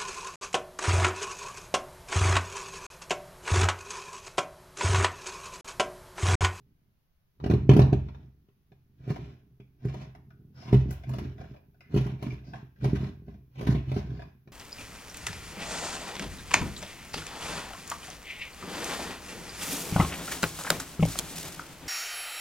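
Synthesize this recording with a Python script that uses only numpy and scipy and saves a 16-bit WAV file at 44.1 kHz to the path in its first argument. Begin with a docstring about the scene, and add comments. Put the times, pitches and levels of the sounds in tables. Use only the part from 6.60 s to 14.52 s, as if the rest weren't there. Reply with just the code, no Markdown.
"""In a small quiet room a hand-pushed gouge works a wooden bowl blank on a table top, close to a phone's two mics.
A run of heavy jolts comes first, from 0.8 to 1.5 s: blows ring the hollow table's modes, noise bursts crack fibres.
From 2.4 s there are scattered pushes with rasping slips; from 3 s the steel shank ticks and sings as ringing modes.
Hiss creeps up to 4.2 s; taps crowd near 4.8 s, the strongest rasps follow 5.3 s, and more taps come near the end.
Each push is a level curve; decaying noise makes the room's answer, steady filtered noise its rumble and the hiss."""
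import sys
import numpy as np
from scipy import signal
from scipy.fft import rfft, irfft
from scipy.io import wavfile
from scipy.ndimage import uniform_filter1d, map_coordinates

SR = 44100
rng = np.random.default_rng(int(sys.argv[2]) if len(sys.argv) > 2 else 0)


def master_out(mix):
    """Clip the mix to full scale and print it as 16-bit PCM to the path in sys.argv[1]."""
    frames = np.transpose(np.atleast_2d(mix))
    ceiling = np.clip(frames, -1, 1)
    pcm = np.round(ceiling * 32767).astype(np.int16)
    wavfile.write(sys.argv[1], SR, pcm)


N = 349272  # samples, 7.92 s

# Jolts of the edge, close to the mics.
# Each row: start in seconds, crack level in dB, thump level in dB, splinter level in dB.
JOLTS = [(0.8, -50, -41.5, -101), (0.84, -38, -21, -70), (0.861, -35.5, -15, -62),
         (0.899, -33.5, -11.5, -61), (0.91, -33.5, -9.5, -57.5), (0.936, -39.5, -8.5, -61),
         (1.092, -25, -1.5, -56), (1.113, -27.5, -14, -57), (1.134, -33, -9, -55.5),
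         (1.165, -28, -5, -48.5), (1.192, -22, -6, -50), (1.217, -31.5, -18, -66.5),
         (1.328, -31.5, -10.5, -62.5), (1.485, -49.5, -46, -104), (1.546, -51, -65.5, -100),
         (1.886, -71.5, -52, -94), (2.118, -60.5, -45, -96.5), (2.477, -50, -28.5, -66),
         (2.503, -41, -17, -57.5), (2.559, -41, -35, -67), (2.999, -65, -39, -94.5),
         (3.252, -54, -18, -60.5), (3.341, -42.5, -36, -67), (3.549, -50.5, -64.5, -75),
         (4.128, -32.5, -8, -53), (4.143, -36, -10.5, -61), (4.307, -44, -35, -47.5),
         (4.325, -51, -38, -53), (4.492, -43.5, -52, -54), (4.536, -40, -35.5, -59),
         (4.584, -41, -24, -55.5), (5.342, -42.5, -15, -58), (5.362, -39, -13, -55),
         (5.41, -44.5, -24.5, -61), (5.465, -42.5, -29.5, -60.5), (5.625, -40, -30, -54.5),
         (5.728, -80, -23.5, -69), (6.243, -32.5, -23.5, -54.5), (6.257, -51, -16, -70),
         (6.331, -55.5, -12.5, -70), (6.682, -55.5, -31, -89), (7.01, -40, -25, -58),
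         (7.027, -43, -27, -61), (7.071, -39.5, -18, -65), (7.316, -36, -26.5, -64),
         (7.364, -38, -16.5, -62), (7.874, -57, -41.5, -101)]
# Modes of table top and blank. Each row: pitch in Hz, relative level in dB before tilt, 60 dB decay in seconds.
TABLE_MODES = [(64.09, 2.5, 0.83), (86, -5.5, 0.79), (130.78, 3.5, 0.37), (154, 4.5, 0.096),
               (201.1, -5, 0.16), (288.5, -6, 0.08), (347.6, -3, 0.085), (396.7, -4, 0.13),
               (235.3, -4, 0.08), (592, -5, 0.028), (730.4, -14.5, 0.069), (1000, -11.5, .04)]
CONTACT_MS = 1.647  # for a jolt that thumps 19 dB above its crack
BLOW_DB_PER_OCTAVE = 2.5  # a blow wakes the blank's higher modes more than rocking does
TABLE_LOW_HZ = 95


def table(load_db):
    """Short blows and small rocking slips drive the same modes; each blow lands elsewhere and weighs them anew."""
    out = np.zeros(N)
    weights = rng.standard_normal((len(JOLTS), len(TABLE_MODES)))
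    for (s, crack_db, thump_db, _), weight in zip(JOLTS, weights):
        # a jolt that cracks more than it thumps is a harder, shorter contact
        contact_ms = CONTACT_MS * undb(-.2 * (crack_db - thump_db + 19.0))
        push = np.hanning(int(contact_ms * SR / 1000) + 3)
        modes = [(hz, db + 2.3 * w + BLOW_DB_PER_OCTAVE * np.log2(hz), t60)
                 for (hz, db, t60), w in zip(TABLE_MODES, weight)]
        blow = signal.fftconvolve(push, ring(modes))
        first_10ms = blow[:SR // 100]
        add(out, s, -undb(thump_db) * blow / np.sqrt(np.mean(first_10ms ** 2)))
    slips = colour(grains(350, 3.0), [(300, 15.0), (1000, -10.0)])
    rocking = unit(signal.fftconvolve(slips, ring(TABLE_MODES))[:N])
    out += undb(load_db) * rocking
    # a table top is too small to radiate deep bass
    return signal.sosfilt(signal.butter(3, TABLE_LOW_HZ, "high", fs=SR, output="sos"), out)


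# Spectrum of tearing wood. Each row: frequency in Hz, relative density in dB per Hz.
FIBRE = [(300, -15.5), (600, -2), (1020, -8), (1270, -16), (1600, -15.5), (2500, -18.5), (5500, -32),
         (11000, -45), (15800, -47)]
SPLIT_HZ = 8500  # cracks below, splinters above


def fibres(rasp_db):
    """Each jolt is a few ms of tearing, splinters at the top; dense slips rasp between and shake the shank."""
    t = np.arange(SR // 20) / SR
    envelope = np.clip(t / 0.0054, 0, 1) * np.exp(-t / 0.0013)
    bursts = rng.standard_normal((len(JOLTS), len(t))) * envelope
    low, high = (signal.butter(4, SPLIT_HZ, kind, fs=SR, output="sos") for kind in ("low", "high"))
    cracks = np.zeros(N)
    for (s, crack_db, _, splinter_db), burst in zip(JOLTS, bursts):
        tear = colour(burst, FIBRE)
        for sos, db in ((low, crack_db), (high, splinter_db)):
            part = signal.sosfilt(sos, tear)
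            first_5ms = part[:SR // 200]
            add(cracks, s, undb(db) * part / np.sqrt(np.mean(first_5ms ** 2)))

    # the edge chatters: it sticks and lets go some forty times a second, more so the deeper it cuts
    chatter = np.minimum(walk(88), 1.7)
    depth_db = np.clip(5 + .3 * (rasp_db + 53), 2, 6)
    slips = undb(depth_db * chatter) * grains(2500, 2)
    shank_modes = [(hz, db, SHANK_T60_S) for hz, db in SHANK_MODES]
    steel = signal.fftconvolve(slips, ring(shank_modes))[:N]
    # small slips are thinner than whole cracks
    scrape = unit(colour(colour(slips, FIBRE), [(700, -11.0), (5000, -0.5)]))
    # the grain of the wood changes: each octave of the tearing comes and goes on its own
    change = np.zeros(N)
    for hz in (500, 1000, 2000, 4000):
        octave = signal.butter(2, (hz, 2 * hz), "band", fs=SR, output="sos")
        change += (undb(3 * walk(30) - 1) - 1) * signal.sosfilt(octave, scrape)
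    scrape = scrape + change
    # slips splinter more when the edge digs in
    splinters = undb(.3 * (rasp_db + 51.0)) * signal.sosfilt(high, scrape)
    # a light slide rings the steel more than a deep cut
    sliding = undb(np.minimum(-12.5 - 0.95 * (rasp_db + 56.0), -3.0))
    rasp = signal.sosfilt(low, scrape) + splinters + sliding * unit(steel)
    return cracks + undb(rasp_db) * rasp


# Pushes of the gouge across the blank.
# Each row: start of full pressure in seconds, length in seconds, table load in dB, rasp of the edge in dB,
# swell over the push in dB.
STROKES = [(0.847, 0.19, -22, -66, -3), (1.123, 0.12, -13, -63.5, 1.5), (1.355, 0.3, -36.5, -72, -6.5),
           (2.405, 0.08, -43.5, -72, 0), (2.488, 0.23, -29, -56.5, -9.5), (3.248, 0.18, -30.5, -58.5, -1.5),
           (3.977, 0.17, -47, -63, 12.5), (4.133, 0.072, -17.5, -55.5, -4), (4.301, 0.13, -52, -58, -12.5),
           (4.498, 0.17, -25, -57, -3.5), (4.794, 0.118, -36.5, -64.5, -5.5), (5.352, 0.14, -19, -49, -8),
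           (5.627, 0.11, -25, -53.5, -7), (5.834, 0.054, -39.5, -73, 7), (5.959, 0.026, -35.5, -59.5, -3.5),
           (6.239, 0.21, -23, -52, -2.5), (6.682, 0.042, -39, -73, 1.5), (6.992, 0.14, -27.5, -51, 1),
           (7.076, 0.034, -12.5, -56.5, -1.5), (7.285, 0.097, -23.5, -56, 2.5),
           (7.468, 0.19, -33, -64.5, -7)]
BITE_DB_PER_S = 445.5  # pressure builds before each push


def pushes(t, levels_db, fall_db_per_s, rest_db):
    """Level in dB of all pushes over the resting hands: pressure builds, holds with a swell and falls."""
    power = undb(2 * rest_db)
    for (s, length, _, _, swell_db), db in zip(STROKES, levels_db):
        held = db + swell_db * np.clip((t - s) / length, 0, 1)
        build = BITE_DB_PER_S * np.maximum(s - t, 0)
        fall = fall_db_per_s * np.maximum(t - s - length, 0)
        power = power + undb(2 * (held - build - fall))
    return 10 * np.log10(power)


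# Steel shank touching wood. Each row: start in seconds, peak level in dB, favoured pitch in Hz.
TICKS = [(3.0, -51.5, 2280), (3.704, -51.5, 1460), (4.435, -39, 2330), (4.781, -44.5, 650),
         (4.809, -35, 540), (4.838, -42.5, 670), (4.94, -43.5, 795), (4.962, -43, 950),
         (5.143, -60.5, 1500), (5.206, -44.5, 2170), (5.705, -39.5, 2350), (5.934, -30.5, 776),
         (6.16, -55.5, 1620), (7.503, -44, 1380), (7.548, -47.5, 660), (7.592, -36.5, 750),
         (7.619, -37, 970)]
# Modes of the shank, damped by the hand. Each row: pitch in Hz, relative level in dB.
SHANK_MODES = [(720, 11.5), (1020, 1.5), (1600, 8), (2380, 5.5), (3300, -2.5), (4900, 0)]
# Steel sliding lightly over wood. Each row: start in seconds, length in seconds, pitch in Hz, level in dB.
SLIDES = [(3.958, .05, 1410, -70.5), (3.94, .17, 5100, -66), (4.05, 0.094, 1000, -56.5),
          (5.22, 0.078, 2060, -73), (5.84, 0.1, 4900, -72), (7.484, .18, 4720, -75.5)]
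SHANK_T60_S, OFF_PITCH_DB_PER_OCTAVE = .012, 3


def shank():
    """Scuffing taps ring hand-damped steel, most at a pitch set by grip and place; light slides make it sing."""
    out = np.zeros(N)
    chance = rng.standard_normal((len(TICKS), len(SHANK_MODES), 2))
    t = np.arange(SR // 10) / SR
    envelope = np.clip(t / 0.00186, 0, 1) * (np.exp(-t / 0.0013) + 0.093 * np.exp(-t / 0.013))
    scuffs = rng.standard_normal((len(TICKS), len(t))) * envelope
    for (s, db, pitch_hz), draws, scuff in zip(TICKS, chance, scuffs):
        modes = [(pitch_hz, 9.0, 0.018)]
        for (hz, mode_db), (detune, lift) in zip(SHANK_MODES, draws):
            hz = hz * (1 + .015 * detune)
            off_pitch_db = OFF_PITCH_DB_PER_OCTAVE * abs(np.log2(hz / pitch_hz))
            modes.append((hz, mode_db + 2 * lift - off_pitch_db, SHANK_T60_S))
        tap = signal.fftconvolve(scuff, ring(modes)[:len(t)])
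        add(out, s, undb(db) * tap / np.abs(tap).max())
    noises = rng.standard_normal((len(SLIDES), SR // 5))
    for (s, length, hz, db), noise in zip(SLIDES, noises):
        size = int(length * SR)
        rub = noise[:size] * np.hanning(size) ** .5
        band = ring([(hz, 0, 8 / hz + SHANK_T60_S / 2)])[:SR // 50]
        add(out, s, undb(db) * unit(signal.fftconvolve(rub, band)))
    return out


# Decay of the small room. Each row: frequency in Hz, 60 dB decay in seconds.
ROOM_T60 = [(300, 0.21), (1500, 0.45), (5000, 0.29)]


def room(x, db):
    """Diffuse tail of decaying noise, another for each port, its decay set band by band."""
    t, tails = np.arange(SR // 2) / SR, 0
    hz = np.arange(len(t) // 2 + 1) * SR / len(t)
    for centre in 60 * 2 ** np.arange(0, 8.1, .5):
        band = np.exp(-.5 * (np.log2(np.maximum(hz, 1) / centre) / .25) ** 2)
        noise = irfft(rfft(rng.standard_normal((2, len(t)))) * band, len(t))
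        tails = tails + noise * np.exp(-np.log(1000) * t / on_log(ROOM_T60, centre))
    # table, hands and blank throw back a dense early burst
    tails = tails * np.clip(t / 0.003, 0, 1) * (1 + 4.1 * np.exp(-t / 0.0053))
    tails = tails / np.sqrt(np.sum(tails ** 2) / 2)
    return undb(db) * signal.fftconvolve(x[None], tails, axes=1)[:, :N]


# Spectrum of the quiet room. Each row: frequency in Hz, relative density in dB per Hz.
STILL = [(25, 0.5), (161, -6.5), (269, -22.5), (2890, -33), (7420, -39), (15800, -31.5)]
# Microphone hiss at the top, creeping up. Each row: time in seconds, level in dB.
HISS = [(0, -96), (2.3, -90), (4.2, -76), (7.92, -76)]
STILL_DB = -67.5


def stillness():
    """Room rumble, shared by both ports most in the bass; treble hiss separate in each."""
    t = np.arange(N) / SR
    mid, side, left, right = rng.standard_normal((4, N))
    apart = colour(colour(side, STILL), [(80, -8), (600, 0.0)])
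    air = colour(mid, STILL) + apart * np.array([[1], [-1]])
    top = [(8000, -32.5), (12000, -8.5)]
    hiss = unit(np.array([colour(left, top), colour(right, top)]))
    hiss_db = np.interp(t, *np.transpose(HISS))
    return undb(STILL_DB) * unit(air) + undb(hiss_db) * hiss


def undb(db):
    """Decibels to amplitude."""
    return 10 ** (np.asarray(db) / 20)


def unit(x):
    """Scale to rms 1."""
    return x / np.sqrt(np.mean(x ** 2))


def on_log(points, hz):
    """Read (Hz, value) points on a log-frequency axis."""
    f, v = np.transpose(points)
    return np.interp(np.log(np.maximum(hz, 1)), np.log(f), v)


def colour(x, points, share=1):
    """Causal filter with share times the dB gain of (Hz, dB) points, from the folded cepstrum."""
    size = 8192
    gain_db = share * on_log(points, np.arange(size // 2 + 1) * SR / size)
    cepstrum = irfft(gain_db * np.log(10) / 20)
    cepstrum[1:size // 2] *= 2
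    cepstrum[size // 2 + 1:] = 0
    response = irfft(np.exp(rfft(cepstrum)))[:size // 2]
    return signal.fftconvolve(x, response)[:len(x)]


def ring(modes):
    """Response of decaying modes (Hz, dB, t60 in s) to one blow, peak 1."""
    t = np.arange(SR // 2) / SR
    h = sum(undb(db) * np.sin(2 * np.pi * hz * t) * np.exp(-np.log(1000) * t / t60) for hz, db, t60 in modes)
    return h / np.abs(h).max()


def add(track, s, shape):
    """Mix a shape in at time s."""
    i = int(s * SR)
    track[i:i + len(shape)] += shape[:N - i]


def grains(rate, spread_db):
    """Random slips of random sign, rate a second, a few far larger than the rest; rms 1."""
    when, sign, size = rng.random(N), rng.standard_normal(N), rng.exponential(size=N)
    return unit((when < rate / SR) * sign * undb(spread_db * np.minimum(size, 4)))


def walk(rate):
    """Random levels held 1 / rate s and slewed; spread near 1."""
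    k = int(SR / rate)
    held = np.repeat(rng.standard_normal(N // k + 1), k)
    return uniform_filter1d(held, k // 2)[:N]


# Hands resting on the blank. Each row: time in seconds, table load in dB.
RESTING = [(0, -50.5), (.3, -67), (.75, -92), (1.8, -63), (3.0, -53.5), (3.9, -43.5), (5.2, -52),
           (6.15, -82), (7.92, -55.5)]
# Balance of the two microphone ports. Each row: frequency in Hz, left minus right in dB.
PORTS = [(200, 0), (380, -4), (1300, 2), (2400, -2), (5000, 3), (8500, 12), (15000, 7)]
RESTING_RASP_DB = -100
LOAD_FALL_DB_PER_S, RASP_FALL_DB_PER_S = 105.5, 204.5  # the table settles slowly, the edge lifts quickly
ROOM_DB, TABLE_ROOM_DB = 4, -13
RIGHT_LAG_S, LAG_WANDER_S = .00042, .00015


def scene():
    """Gouge, table and room reach the two ports over the stillness."""
    t = np.arange(N) / SR
    _, _, load_db, rasp_db, _ = np.transpose(STROKES)
    resting_db = np.interp(t, *np.transpose(RESTING))
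    thud = table(pushes(t, load_db, LOAD_FALL_DB_PER_S, resting_db))
    crisp = fibres(pushes(t, rasp_db, RASP_FALL_DB_PER_S, RESTING_RASP_DB)) + shank()
    # the edge is nearer the left port; the table top reaches both at once
    lag_s = RIGHT_LAG_S + LAG_WANDER_S * uniform_filter1d(walk(3), SR // 4)
    late = map_coordinates(crisp, [np.arange(N) - lag_s * SR], mode="nearest")
    # the edge moves about the blank, and every place has another echo
    turn = 2 * np.pi * 1.3 * t
    echoes = sum(room(crisp * place, ROOM_DB) for place in (np.cos(turn), np.sin(turn)))
    table_echo = room(colour(thud, [(150, -6), (450, 6.0)]), TABLE_ROOM_DB)
    left, right = thud + np.array([crisp, late]) + echoes + table_echo
    return np.array([colour(left, PORTS, .5), colour(right, PORTS, -.5)]) + stillness()


# Dip of the microphone ports. Each row: frequency in Hz, gain in dB.
NOTCH = [(6300, -3), (8600, -19), (10000, -4.5)]
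TOP_HZ = 15800


def record(dry):
    """The ports dip in the upper treble; the phone cuts the top steeply."""
    heard = np.array([colour(x, NOTCH) for x in dry])
    return signal.sosfilt(signal.ellip(10, .2, 80, TOP_HZ, fs=SR, output="sos"), heard)


dry = scene()
out = record(dry)
master_out(out)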